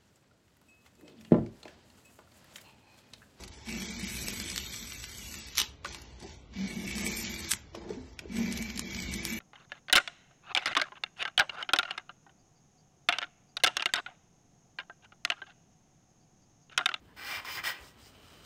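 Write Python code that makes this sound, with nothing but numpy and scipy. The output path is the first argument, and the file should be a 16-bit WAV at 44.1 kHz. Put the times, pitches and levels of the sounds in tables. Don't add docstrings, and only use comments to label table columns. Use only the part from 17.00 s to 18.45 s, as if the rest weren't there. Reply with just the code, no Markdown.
import sys
import numpy as np
from scipy import signal
from scipy.fft import rfft, irfft
from scipy.io import wavfile

SR = 44100
rng = np.random.default_rng(int(sys.argv[2]) if len(sys.argv) > 2 else 0)


def materialize(psi):
    bounded = np.clip(np.atleast_2d(psi).T, -1, 1)
    quanta = np.round(bounded * 32767).astype(np.int16)
    wavfile.write(sys.argv[1], SR, quanta)


def elevation(decibels):
    levels = np.asarray(decibels, float)
    return 10 ** (levels / 20)


N = 63945

# [f/Hz, level/dB per Hz]
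AIR_SPECTRUM = [(22, -42), (45, -2.5), (100, -3), (280, -7.5), (500, -16), (2000, -26.5), (10000, -43.5),
                (15000, -40)]
# [f/Hz, time to fall 60 dB/s]
ECHO_TIMES = [(300, 1), (1500, 0.46), (4000, 0.37), (8000, 0.22), (14000, 0.22)]
# [t/s, level/dB, f/Hz]
DESK_JOLTS = [
    (0.367, -43.5, 100),
    (0.567, -45, 120),
    (0.806, -45.5, 70),
    (1.024, -45.5, 102),
    (1.235, -47.5, 100),
]
# [t/s, level/dB, brightness/dB, cupped palm ring/dB]
HAND_MOVES = [(0, -84, 4, -15), (0.062, -72.5, 1.5, -4.5), (0.138, -67, -5.5, -14), (.3, -64.5, 7, -11),
              (.75, -63, 1, -26), (.82, -54.5, 1, -37), (.895, -63, 7, -36), (.935, -64.5, -1, -18),
              (.965, -63.5, -6, -10), (.99, -62, 1.5, -8), (1.05, -60.5, 6.5, -30),
              (1.091, -60.5, 4.5, -25), (1.12, -63.5, -1, -5), (1.21, -60, -3, -9), (1.25, -60, 0, -5.5),
              (1.436, -60, 0, -7), (1.45, -59.5, 6, -1)]
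# [f/Hz, level/dB per Hz]
RUB_SPECTRUM = [(150, -7.5), (400, 3.5), (1200, -2), (3000, -3), (5300, -10), (8800, -10.5), (10600, -24.5),
                (14300, -14.5)]
PALM_TONES = [1290, 3030, 3980, 4950]
# [width/Hz, level/dB]
PALM_MODES = [(150, -5), (220, 0), (180, -8), (400, -7)]
# [start t/s, length/s, level/dB, from f/Hz, to f/Hz]
BRUSHES = [
    (0.071, 0.074, -64.5, 1500, 1850),
    (0.085, 0.057, -67, 925, 1050),
    (0.702, 0.14, -55, 2480, 2600),
    (0.82, .11, -65, 4730, 5600),
    (1.014, 0.098, -62, 4800, 5300),
]
# [t/s, pressure level/dB, speed brightness/dB, sheet tone lean/dB per octave]
PEN_STROKES = [
    [(.152, -82, -11, -9), (.169, -50.5, 0, -16), (.2, -44, -5.5, 2), (.26, -40, -2, 1.5),
     (.31, -37, -1.5, 4), (.365, -37.5, -1.5, 11.5), (.4, -38.5, -9.5, -5), (.425, -76, -11, 2)],
    [(.443, -58, -3, 3), (.45, -41.5, 1.5, -17), (.468, -43.5, 0, 15), (.488, -36.5, -3.5, 2.5),
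     (.54, -45, 9.5, 10), (.57, -37.5, 1, 5.5), (.598, -37.5, -7, 1.5), (.62, -51, -17, 6)],
    [(.628, -56, -5, -9), (.64, -35, -1, 1), (.668, -34.5, 3.5, 3), (.706, -36, 1, -5),
     (.722, -39, -3.5, -6), (.74, -59.5, -1, 36), (.79, -78, 0, 19)],
]
STROKE_TURNS = (.43, .625)
# [f/Hz, level/dB per Hz]
SHEET_SPECTRUM = [(150, -51), (330, -15), (1000, -4), (2100, -3), (3800, -9), (5500, -16.5), (9000, -28.5),
                  (12500, -22), (15000, -14.5)]
BODY_TONES = [330, 815, 1040, 1275, 1500, 1660, 1940, 2068, 2362, 2785, 2995, 3120, 3500]
# [width/Hz, level/dB in stroke one, two, three]
BODY_MODES = [(28.4, -15, -14, -15), (53, -6.5, -15.5, -14), (74.4, -23, -2.5, -22), (81, -11, -5.5, -42),
              (70, 0.5, -16, -6.5), (70, -13, -9.5, -8), (42.3, 0.5, 1.5, 8.5), (57, 0, 2, -7),
              (43.7, 0.5, -1.5, -2.5), (50, -6, -24, -9), (54.6, -9, -7.5, -3.5), (48, -13, -8, -2),
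              (100, -13, -38, -13)]
TINE_TONES = [4315, 4950, 5090, 6640, 7120, 7980, 8550, 14200, 14750, 15050]
# [width/Hz, level/dB in stroke one, two, three]
TINE_MODES = [(83.333, -6, -19, -6), (218, -2.5, -3, -6), (204, -4, -6, -3), (119, -20, -16, -14),
              (150, -26, -25, -15), (298, -7, -18, -11), (243, -25, -27, -20), (500, -14, -20, -23),
              (395, -16, -17, -10), (600, -12, -11, -11)]


def evened(x):
    return x / np.sqrt(np.mean(x ** 2) + 1e-20)


def read(points, hz):
    f, value = np.transpose(points)
    return np.interp(np.log(hz + 1), np.log(f + 1), value)


def colour(x, points):
    gain = elevation(read(points, np.fft.rfftfreq(len(x), 1 / SR)))
    return irfft(rfft(x) * gain, len(x))


def brighten(x, db):
    low = signal.sosfiltfilt(signal.butter(2, 3500, fs=SR, output="sos"), x)
    return low + (x - low) * elevation(db)


def drift(rate_hz):
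    f = np.geomspace(rate_hz / 8, rate_hz, num=12)[:, None]
    t = np.arange(0, N + 32, 32)
    waves = np.sin(2 * np.pi * (f * t / SR + rng.random(f.shape))) / np.sqrt(f)
    return np.interp(np.arange(N), t, evened(waves.sum(0)))


def slips(per_s, spread_db):
    size = elevation(spread_db * np.minimum(rng.exponential(1, N), 5)) * rng.standard_normal(N)
    happens = rng.random(N) < per_s / SR
    return evened(size * happens)


def resonate(x, hz, width):
    b, a = signal.iirpeak(min(hz, .45 * SR), hz / width, SR)
    return signal.lfilter(b, a, x) / np.sqrt(width)


def rings(x, places_hz, modes, lean=0):
    stroke = np.searchsorted(STROKE_TURNS, np.arange(N) / SR)
    total = 0
    for hz, (width, *db) in zip(places_hz, modes):
        feed_db = np.take(db, stroke, mode="clip") + lean * np.log2(hz / 1800)
        feed_db = feed_db + 1.2 * drift(35)
        total = total + resonate(x * elevation(feed_db), hz, width)
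    return total


def air():
    level_db = -61 + 1.0 * drift(10)
    return elevation(level_db) * evened(colour(rng.standard_normal(N), AIR_SPECTRUM))


def room(x):
    hz, t, z = signal.stft(rng.standard_normal(SR // 2), SR, nperseg=256)
    t60 = np.maximum(read(ECHO_TIMES, hz), .05)[:, None]
    tail = signal.istft(z * elevation(-60 * t / t60), SR, nperseg=256)[1]
    tail[:round(.004 * SR)] = 0
    return signal.fftconvolve(x, tail / np.linalg.norm(tail))[:N]


def desk():
    rise_s, t60_s, sag = 0.015, 0.093, 0.34
    out, t = np.zeros(N + SR), np.arange(SR // 4) / SR
    for s, db, hz in DESK_JOLTS:
        turns = hz * np.cumsum(1 - sag * (1 - np.exp(-t / 0.09))) / SR
        swell = elevation(db - 60 * t / t60_s) * (1 - np.exp(-t / rise_s))
        out[round(s * SR):][:len(t)] += swell * 2 * np.sin(2 * np.pi * turns)
    return out[:N]


def hand():
    t, level, bright_db, palm_db = np.transpose(HAND_MOVES)
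    now = np.arange(N) / SR
    snags = slips(14000, 0.79) * elevation(0.68 * drift(39.37))
    rub = evened(colour(snags, RUB_SPECTRUM))
    palm = evened(rings(snags, PALM_TONES, PALM_MODES))
    x = rub + elevation(np.interp(now, t, palm_db)) * palm
    return brighten(x, np.interp(now, t, bright_db)) * elevation(np.interp(now, t, level))


def graze(start, length, db, from_hz, to_hz):
    u = np.clip((np.arange(N) / SR - start) / length, 0, 1)
    turn = np.exp(2j * np.pi * np.cumsum(from_hz + (to_hz - from_hz) * u) / SR)
    r = np.exp(-np.pi * to_hz / 6 / SR)
    ringing = signal.lfilter([1], np.convolve([1, -r], [1, -r]), slips(6300, 2) / turn)
    whisper = (turn * ringing).real
    return elevation(db) * np.sin(np.pi * u ** 0.76) * evened(whisper)


def nib():
    t, level, bright_db, lean = np.transpose(sum(PEN_STROKES, []))
    now = np.arange(N) / SR
    drive = slips(11000, 0) * elevation(0.3 * drift(120))
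    pressed = drive * elevation(np.interp(now, t, level, -120, -120))
    biting = pressed * elevation(.35 * (np.interp(now, t, level) + 37))
    body = rings(biting, BODY_TONES[1:], BODY_MODES[1:], np.interp(now, t, lean))
    tines = rings(pressed, BODY_TONES[:1] + TINE_TONES, BODY_MODES[:1] + TINE_MODES)
    scratch = colour(pressed, SHEET_SPECTRUM) / np.std(colour(drive, SHEET_SPECTRUM))
    x = (body + tines) * elevation(27.5) + scratch * elevation(-4.5)
    return brighten(x, np.interp(now, t, bright_db))


def scene():
    pen = nib()
    echoes = elevation(-11) * room(pen)
    brushes = sum(graze(*g) for g in BRUSHES)
    return (pen + echoes + brushes + hand() + desk() + air())[None]


def band_limit(x):
    return signal.sosfilt(signal.butter(12, 15750, fs=SR, output="sos"), x)


def record(dry):
    lowpass = signal.firwin(511, 15720, window=("kaiser", 9), fs=SR)
    band = signal.oaconvolve(dry, lowpass[None], "same")
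    return band_limit(band)


dry = scene()
out = record(dry)
materialize(out)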